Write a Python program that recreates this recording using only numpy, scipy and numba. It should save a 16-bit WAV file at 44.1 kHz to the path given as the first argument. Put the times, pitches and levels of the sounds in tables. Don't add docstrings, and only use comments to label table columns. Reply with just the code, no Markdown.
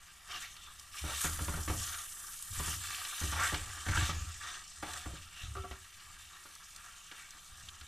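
import sys
import numpy as np
from scipy import signal
from scipy.fft import rfft, irfft, next_fast_len
from scipy.io import wavfile
from scipy.ndimage import uniform_filter1d
from numba import njit

SR = 44100
rng = np.random.default_rng(int(sys.argv[2]) if len(sys.argv) > 2 else 0)


def waveform_to_disk(signal):
    frames = np.transpose(np.atleast_2d(signal))
    scaled = np.clip(frames, -1, 1) * 32767
    samples = np.round(scaled).astype(np.int16)
    wavfile.write(sys.argv[1], SR, samples)


N = 347067
TIME = np.arange(N) / SR
RING = np.arange(SR // 2) / SR

# frequency in Hz, relative gain in dB.
FLAME_SPECTRUM = [(15, -1), (28, -1), (45, -10), (76, -4), (110, -19), (165, -13.5), (250, -29.5),
                  (450, -36.5), (750, -23), (1100, -28), (3000, -51)]
FLAME_DB = -63

# time in seconds,
# relative hiss level in dB, relative level of the fine treble spray in dB.
FRYING_LEVELS = [(0.0, -62.5, -68.5), (0.94, -58, -65.5), (1.25, -43, -49), (1.58, -48, -53.5),
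                 (1.84, -41, -48.5), (2.17, -52, -54), (2.8, -45, -52), (3.37, -42.5, -48.5),
                 (3.57, -45.5, -56.5), (3.99, -44, -56), (4.14, -45, -57.5), (4.6, -50, -67.5),
                 (4.97, -58, -70.5), (5.52, -59.5, -67.5), (6.73, -57, -65), (7.87, -61, -71)]
# frequency in Hz, relative gain in dB.
SIZZLE_SPECTRUM = [(1500, -46), (3000, -2.5), (4200, -5), (6300, 4), (8000, 5), (9500, -3), (11000, -22.5),
                   (14500, -20.5)]
SPRAY_SPECTRUM = [(6000, -30.5), (9000, 12), (10500, 9.5), (12000, 8), (14500, 1.5)]

# start in seconds, length in seconds, relative level of the blade on the pan
# in dB, relative level of the rice pushed aside in dB, relative flare of the sizzle in dB.
SPATULA_STROKES = [(0.265, 0.1, -45.5, -44, 9.5), (0.38, 0.041, -66, -46, 11.5),
                   (0.915, 0.084, -53, -47, 9.5), (1.04, 0.21, -44.5, -43, 6.5),
                   (1.276, 0.31, -48.5, -62, 1), (1.763, 0.24, -45.5, -51.5, -1),
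                   (2.127, 0.18, -54, -75, 1.5), (2.515, 0.21, -43.5, -46.5, 7),
                   (2.788, 0.73, -46, -44.5, -1), (3.3, 0.096, -40.5, -50, -4),
                   (3.406, 0.07, -39, -44, 8.5), (3.55, 0.29, -48, -51.5, -4), (3.926, 0.14, -38, -40, 4),
                   (4.09, 0.25, -52, -53.5, -5.5), (4.384, 0.16, -45.5, -47.5, 0),
                   (4.84, 0.14, -44, -48.5, 13.5), (4.97, 0.24, -56.5, -56.5, 3.5),
                   (5.307, 0.14, -53, -54, 4.5), (5.736, 0.91, -70, -62.5, 0.5),
                   (6.733, 0.15, -58, -62, 0.5), (7.1, 0.096, -60, -59, 0.5), (7.318, 0.93, -84, -77, 3.5)]
BITE_S, SWELL_DB, LIFT_S = 0.045, 1.5, 0.05
RICE_SETTLE_S, FLARE_FADE_S = 0.063, 0.046
IDLE_BLADE_DB, IDLE_RICE_DB = -61.5, -60
# frequency in Hz, relative gain in dB.
CRACKLE_SPECTRUM = [(900, -43.5), (1800, -7.5), (2300, 1), (2900, 3), (3250, 1), (3650, 4), (4300, -3.5),
                    (6000, -3.5), (10000, -29)]
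SCRAPE_SPECTRUM = [(100, -34.5), (380, 1.5), (560, -22.5), (760, -0.5), (980, 3), (1170, 15.5),
                   (1430, 10.5), (1600, 10.5), (1820, 15), (2200, -4), (3000, -8.5), (5000, -52),
                   (12000, -21)]

# frequency in Hz, relative level in dB, 60 dB decay in seconds.
PAN_MODES = [(308.1, -4, 0.17), (401, -8.5, 0.15), (738, -2.5, 0.045), (773, -4, 0.032), (937, -9.5, 0.078),
             (984, -20, 0.053), (1169, -0.5, 0.093), (1293, -3, 0.063), (1429, 0.5, 0.092),
             (1545, -3, 0.094), (1648, -5, 0.065), (1768, -1, 0.074), (1960, -15, 0.037),
             (2156.4, -7.5, 0.16), (2970, -10, 0.056), (3460, -2, 0.11)]
# frequency in Hz, relative level in dB, 60 dB decay in seconds.
HOB_MODES = [(29.4, -10, 0.38), (63.3, 0, 0.22), (79.6, 8.5, 0.12), (115.7, -7, 0.11), (159.7, -2.5, 0.26),
             (303.4, -5.5, 0.34)]

# start in seconds, length in seconds, relative level in dB,
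# pitch at the start in Hz, pitch at the end in Hz.
METAL_RASPS = [(0.278, 0.072, -52, 800, 1400), (0.398, 0.048, -41.5, 1600, 1920),
               (1.047, 0.072, -40.5, 720, 670), (1.211, 0.063, -36.5, 1500, 1390),
               (3.323, 0.06, -34.5, 900, 830), (3.384, 0.075, -26.5, 1150, 1510),
               (3.892, 0.07, -32.5, 1670, 1390), (3.978, 0.073, -41, 894, 1000),
               (6.757, 0.22, -55, 1210, 1310), (7.124, 0.105, -50, 1700, 2400)]
RASP_BITE_S, RASP_SWELL_DB, RASP_LIFT_S, RASP_Q = 0.012, 6, 0.024, 1.64
# frequency in Hz, relative gain in dB.
RASP_SPECTRUM = [(200, -4), (500, -8.5), (750, -5.5), (2200, 1.5), (3000, -5.5), (6000, -7), (12000, -25)]

# start in seconds, relative knock peak in dB, relative peak of the hob's thud
# in dB, brightness of the contact in Hz.
PAN_KNOCKS = [(0.342, -42, -58, 2500), (1.038, -35, -34.5, 730), (1.244, -27, -27.5, 1500),
              (1.389, -32.5, -41, 1410), (1.409, -35.5, -30, 310), (1.481, -28, -26.5, 1130),
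              (1.538, -32.5, -29, 1490), (1.573, -35, -29.5, 900), (1.677, -28.5, -55, 1280),
              (1.698, -29, -26.5, 845), (1.732, -37, -52, 710), (2.595, -30.5, -29.5, 1050),
              (2.675, -37, -32, 1010), (3.213, -34, -34.5, 1220), (3.237, -38, -28.5, 400),
              (3.324, -33, -35, 1420), (3.523, -31.5, -27, 890), (3.544, -27.5, -40, 2560),
              (3.864, -28, -33, 1860), (3.885, -27.5, -24.5, 2240), (3.971, -21.5, -26, 1820),
              (4.091, -27, -29.5, 1290), (4.827, -28.5, -62, 900), (5.058, -36, -38.5, 700),
              (5.133, -43.5, -41, 610), (6.453, -43, -64, 1510), (6.49, -58, -70, 1410),
              (7.116, -43, -76, 1780), (7.344, -51, -74, 2010), (7.81, -46, -55.5, 1510)]
# frequency in Hz, relative gain in dB.
WOOD_SPECTRUM = [(60, -11.5), (200, 3.5), (500, -3.5), (800, -2.5), (1400, -2.5), (2200, -3), (4000, -4.5),
                 (12000, -12.5)]

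# start in seconds, length in seconds, relative level in dB, pitch in Hz.
STEAM_JETS = [(0.473, 0.058, -60, 6300), (0.558, 0.15, -63, 3560), (4.63, 0.085, -62, 5460),
              (5.34, 0.054, -52, 2800)]
JET_Q, JET_WAVER = 20, 0.027

# start in seconds, relative peak in dB, pitch in Hz.
OIL_SPITS = [(0.566, -40.5, 3700), (0.7964, -37, 6470), (1.214, -25, 8900), (1.9437, -36, 3030),
             (2.425, -30, 8200), (3.0504, -31, 3450), (3.543, -28, 2900), (4.9344, -33.5, 5940),
             (5.711, -42.5, 3000), (6.5526, -41, 7600), (6.7617, -37, 6450), (7.1136, -39, 2740),
             (7.307, -38, 6760), (7.6868, -36.5, 3400), (7.811, -40.5, 3630)]

# start in seconds, length in seconds,
# relative rumble level in dB.
PAN_SHOVES = [(1.01, 0.064, -46), (1.24, 0.55, -45.5), (2.5, 0.29, -50), (3.22, 0.06, -43),
              (3.36, 0.05, -45.5), (3.56, 0.12, -48), (3.86, 0.17, -39), (4.08, 0.15, -44),
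              (4.77, 0.19, -58.5), (5.06, 0.062, -49.5), (5.41, 0.2, -48), (6.03, 0.17, -67),
              (7.49, 0.7, -62.5)]
SHOVE_GRIP_S, SHOVE_SWELL_DB, SHOVE_FADE_S = 0.014, -0.46, 0.1

# start in seconds, peak in dB, brightness of the contact in Hz,
# decay constant of the skid in seconds.
POT_CLANKS = [(5.5504, -33.5, 1170, 0.0086), (5.565, -35.5, 1400, 0.012), (5.636, -36.5, 770, 0.018),
              (5.7106, -34, 1490, 0.0014)]
# frequency in Hz, relative level in dB, 60 dB decay in seconds.
POT_MODES = [(65, 0, 0.22), (183, -16, 0.25), (382.7, -4, 0.36), (710, -5.5, 0.12), (1142, -4, 0.15),
             (1233, -10, 0.15), (1320, -13, 0.5), (1390, 3.5, 0.044), (1534, -6, 0.083), (1975, -17, 0.11),
             (2100, -14, 0.09), (2980, -17, 0.12)]
POT_DETUNE = 0.012

# frequency in Hz, gain in dB.
SIDE_SPECTRUM = [(3500, -71), (4300, -73), (5200, -23), (7000, -6), (14000, -3.5)]
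TOP_HZ = 14400


def undb(db):
    return 10 ** (np.asarray(db) / 20)


def unit(x):
    return x / np.sqrt(np.mean(x ** 2))


def peak(x, db):
    return x * undb(db) / np.max(np.abs(x))


def curves(table):
    s, *columns = np.transpose(table)
    return [np.interp(TIME, s, column) for column in columns]


def add(track, s, x):
    i = int(s * SR)
    track[i:i + len(x)] += x[:N - i]


def fade(t60):
    return np.exp(-np.log(1000) * RING / t60)


def colour(x, points, size=4096):
    hz, db = np.transpose(points)
    bins = np.maximum(np.arange(size // 2 + 1) * SR / size, 1)
    gain_db = np.interp(np.log(bins), np.log(hz), db)
    cepstrum = irfft(np.log(undb(gain_db)))
    cepstrum[1:size // 2] *= 2
    cepstrum[size // 2 + 1:] = 0
    response = irfft(np.exp(rfft(cepstrum)))
    return signal.fftconvolve(x, response)[:len(x)]


def walk(rate):
    knots = rng.standard_normal(4000)
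    return np.interp(TIME * rate, np.arange(len(knots)), knots)


def clicks(rate, spread_db):
    size = undb(spread_db * np.minimum(rng.exponential(size=N), 5))
    return (rng.random(N) < rate / SR) * size * rng.choice([-1, 1], N)


def bursts(rate, spread_db, t60):
    decay = undb(-120 / (t60 * SR))
    power = signal.lfilter([1], [1, -decay], clicks(rate, spread_db) ** 2)
    return np.sqrt(power) * rng.standard_normal(N)


def ring(modes, scatter_db):
    chance = rng.standard_normal(len(modes))
    out = np.zeros(len(RING))
    for k, (hz, db, t60) in enumerate(modes):
        level = (-1) ** k * undb(db + scatter_db * chance[k])
        out += level * fade(t60) * np.sin(2 * np.pi * hz * RING)
    return out


def contact(x, hz):
    return colour(x, [(hz / 10, -7), (hz / 3, -3), (hz / 1.4, -2.5), (hz, 4),
                      (hz * 1.02, -3.5), (hz * 2, -6), (hz * 6, -17)])


def shake(x, push_s):
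    return signal.fftconvolve(x, RING * np.exp(-RING / push_s))[:len(x)]


def shifting(x, depth_db, rate):
    size = next_fast_len(N)
    spectrum = rfft(x, size)
    hz = np.maximum(np.arange(len(spectrum)) * SR / size, 1)
    place = np.clip(6 * np.log2(hz / 1200), 0, 22)
    out = np.zeros(N)
    for k in range(23):
        band = irfft(spectrum * np.maximum(1 - abs(place - k), 0), size)[:N]
        out += band * undb(depth_db * walk(rate))
    return unit(out)


def gesture(start, length, attack_s, swell_db, release_s):
    age = TIME - start
    attack = np.clip(age / attack_s, 0, 1)
    held = np.clip(age / length, 0, 1)
    release = np.exp(-np.maximum(age - length, 0) / release_s)
    return attack * undb(swell_db * (held - 2.0)) * release


def effort(pushes, attack_s, swell_db, release_s):
    power = np.zeros(N)
    for s, length, db in pushes:
        power += (undb(db) * gesture(s, length, attack_s, swell_db, release_s)) ** 2
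    return np.sqrt(power)


@njit
def resonate(x, hz, q):
    y, band, low = np.empty(len(x)), 0., 0.
    for i in range(len(x)):
        g = np.tan(np.pi * min(hz[i] / SR, .45))
        v = (band + g * (x[i] + 1e-18 - low)) / (1 + g * (g + 1 / q))
        band, low, y[i] = 2 * v - band, low + 2 * g * v, v / q
    return y


def flame():
    return unit(colour(rng.standard_normal(N), FLAME_SPECTRUM)) * undb(FLAME_DB + 2 * walk(3.4))


def frying():
    hiss_db, spray_db = curves(FRYING_LEVELS)
    flare_db = np.zeros(N)
    for s, length, _, _, db in SPATULA_STROKES:
        flare_db += db * gesture(s, length, BITE_S, SWELL_DB, FLARE_FADE_S)
    bubbles = bursts(rate=2200, spread_db=4.2, t60=0.055)
    droplets = bursts(rate=3200, spread_db=2.5, t60=0.052)
    hiss = undb(hiss_db - 2.0) * unit(colour(bubbles, SIZZLE_SPECTRUM))
    spray = undb(spray_db + 1.5) * unit(colour(droplets, SPRAY_SPECTRUM))
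    hiss = np.std(hiss) * shifting(hiss, depth_db=2.3, rate=11)
    return (hiss + spray) * undb(flare_db + walk(40))


def rice():
    pushes = [(s, length, db) for s, length, _, db, _ in SPATULA_STROKES]
    push = effort(pushes, BITE_S, SWELL_DB, RICE_SETTLE_S)
    crackle = colour(bursts(rate=1200, spread_db=2.5, t60=0.04), CRACKLE_SPECTRUM)
    level = np.hypot(push, undb(IDLE_RICE_DB)) * undb(-1.0 + walk(40))
    return shifting(crackle, depth_db=2.5, rate=9) * level


def scraping():
    pushes = [(s, length, db) for s, length, db, _, _ in SPATULA_STROKES]
    push = effort(pushes, BITE_S, SWELL_DB, LIFT_S)
    level_db = 20 * np.log10(np.hypot(push, undb(IDLE_BLADE_DB)))
    pressure = np.clip((level_db + 67.0) / 65, .05, .7)
    chatter = undb(1.85 * walk(70))
    grit = colour(bursts(rate=900, spread_db=-2.0, t60=0.022) * chatter, SCRAPE_SPECTRUM)
    grit = shifting(grit, depth_db=3.0, rate=22)
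    slips = clicks(rate=1600, spread_db=1.0) * chatter
    metal = np.zeros(N)
    for k, mode in enumerate(PAN_MODES[2:]):
        tone = signal.oaconvolve(slips, ring([mode], scatter_db=3.5))[:N]
        metal += (-1) ** k * tone * undb(2 * walk(7))
    metal = unit(colour(metal, [(200, -24), (500, 2), (720, 0.5)]))
    return undb(level_db - 0.5) * (np.sqrt(1 - pressure) * grit + np.sqrt(pressure) * metal)


def rasping():
    slips = bursts(rate=420, spread_db=-0.5, t60=0.015)
    metal = signal.oaconvolve(slips, ring(PAN_MODES[2:], scatter_db=0))[:N]
    grate = unit(metal) + undb(1.0) * unit(colour(slips, RASP_SPECTRUM))
    out = np.zeros(N)
    for s, length, db, from_hz, to_hz in METAL_RASPS:
        hz = np.interp(TIME, [s, s + length], [from_hz, to_hz])
        push = gesture(s, length, RASP_BITE_S, RASP_SWELL_DB, RASP_LIFT_S)
        out += undb(db) * unit(resonate(grate, hz, RASP_Q)) * push
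    return out


def knocks():
    out = np.zeros(N)
    for s, knock_db, thud_db, hz in PAN_KNOCKS:
        crack = rng.standard_normal(len(RING)) * (fade(0.067) + undb(1.8) * fade(0.36))
        crack = colour(crack, WOOD_SPECTRUM)
        strike = rng.standard_normal(len(RING)) * fade(0.022)
        metal = signal.fftconvolve(strike, ring(PAN_MODES, scatter_db=-0.5))[:len(RING)]
        blow = contact(unit(crack) + undb(-5.0) * unit(metal), hz)
        thud = shake(ring(HOB_MODES, scatter_db=2.5), push_s=0.00091)
        add(out, s, peak(blow, knock_db - 0.17) + peak(thud, thud_db - 2.0))
    return out


def steam():
    out = np.zeros(N)
    for s, length, db, hz in STEAM_JETS:
        jet = resonate(rng.standard_normal(N), hz * (1 + JET_WAVER * walk(23)), JET_Q)
        out += undb(db) * unit(jet) * gesture(s, length, attack_s=0.055, swell_db=-2.5, release_s=0.035)
    return out


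def spits():
    out = np.zeros(N)
    for s, db, hz in OIL_SPITS:
        burst = rng.standard_normal(len(RING)) * fade(140 / hz)
        pop = colour(burst, [(hz / 6, -22), (hz / 2, -7), (hz, 0), (hz * 4, -28)])
        add(out, s, peak(pop, db + 1.5))
    return out


def dragging():
    push = effort(PAN_SHOVES, SHOVE_GRIP_S, SHOVE_SWELL_DB, SHOVE_FADE_S)
    slips = clicks(rate=220, spread_db=1.0)
    judder = signal.fftconvolve(slips, ring(HOB_MODES[:4], scatter_db=2.5))[:N]
    steady = judder / np.sqrt(uniform_filter1d(judder ** 2, size=4000) + 1e-9)
    return steady * push * undb(2.5 + 2 * walk(33))


def clanks():
    out = np.zeros(N)
    for s, db, hz, skid_s in POT_CLANKS:
        skid = rng.standard_normal(len(RING)) * np.exp(-RING / skid_s)
        detune = 1 + POT_DETUNE * rng.standard_normal(len(POT_MODES))
        modes = [(f * d, gain_db, t60) for (f, gain_db, t60), d in zip(POT_MODES, detune)]
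        steel = signal.fftconvolve(skid, ring(modes, scatter_db=2.0))[:len(RING)]
        rattle = colour(rng.standard_normal(len(RING)) * fade(0.2), WOOD_SPECTRUM)
        add(out, s, peak(contact(unit(steel) + undb(-4) * unit(rattle), hz), db))
    return out


def kitchen(x, t60, wet_db):
    tail = rng.standard_normal(len(RING)) * fade(t60) * (RING > .002)
    tail = tail / np.sqrt(np.sum(tail ** 2))
    tail = colour(tail, [(120, -13), (600, 1.0), (3500, 3.5), (7000, -1.5), (14000, 2.0)])
    return undb(wet_db) * signal.fftconvolve(x, tail)[:N]


def scene():
    struck = scraping() + rasping() + dragging() + knocks() + spits() + clanks()
    direct = frying() + rice() + steam() + struck
    mid = direct + kitchen(direct, t60=0.016, wet_db=-10.5) + flame()
    side = colour(frying() + rice() + undb(-11) * spits(), SIDE_SPECTRUM)
    return np.array([mid + side, mid - side])


def record(dry):
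    low_pass = signal.ellip(12, .1, 80, TOP_HZ, fs=SR, output="sos")
    return signal.sosfilt(low_pass, dry)


dry = scene()
out = record(dry)
waveform_to_disk(out)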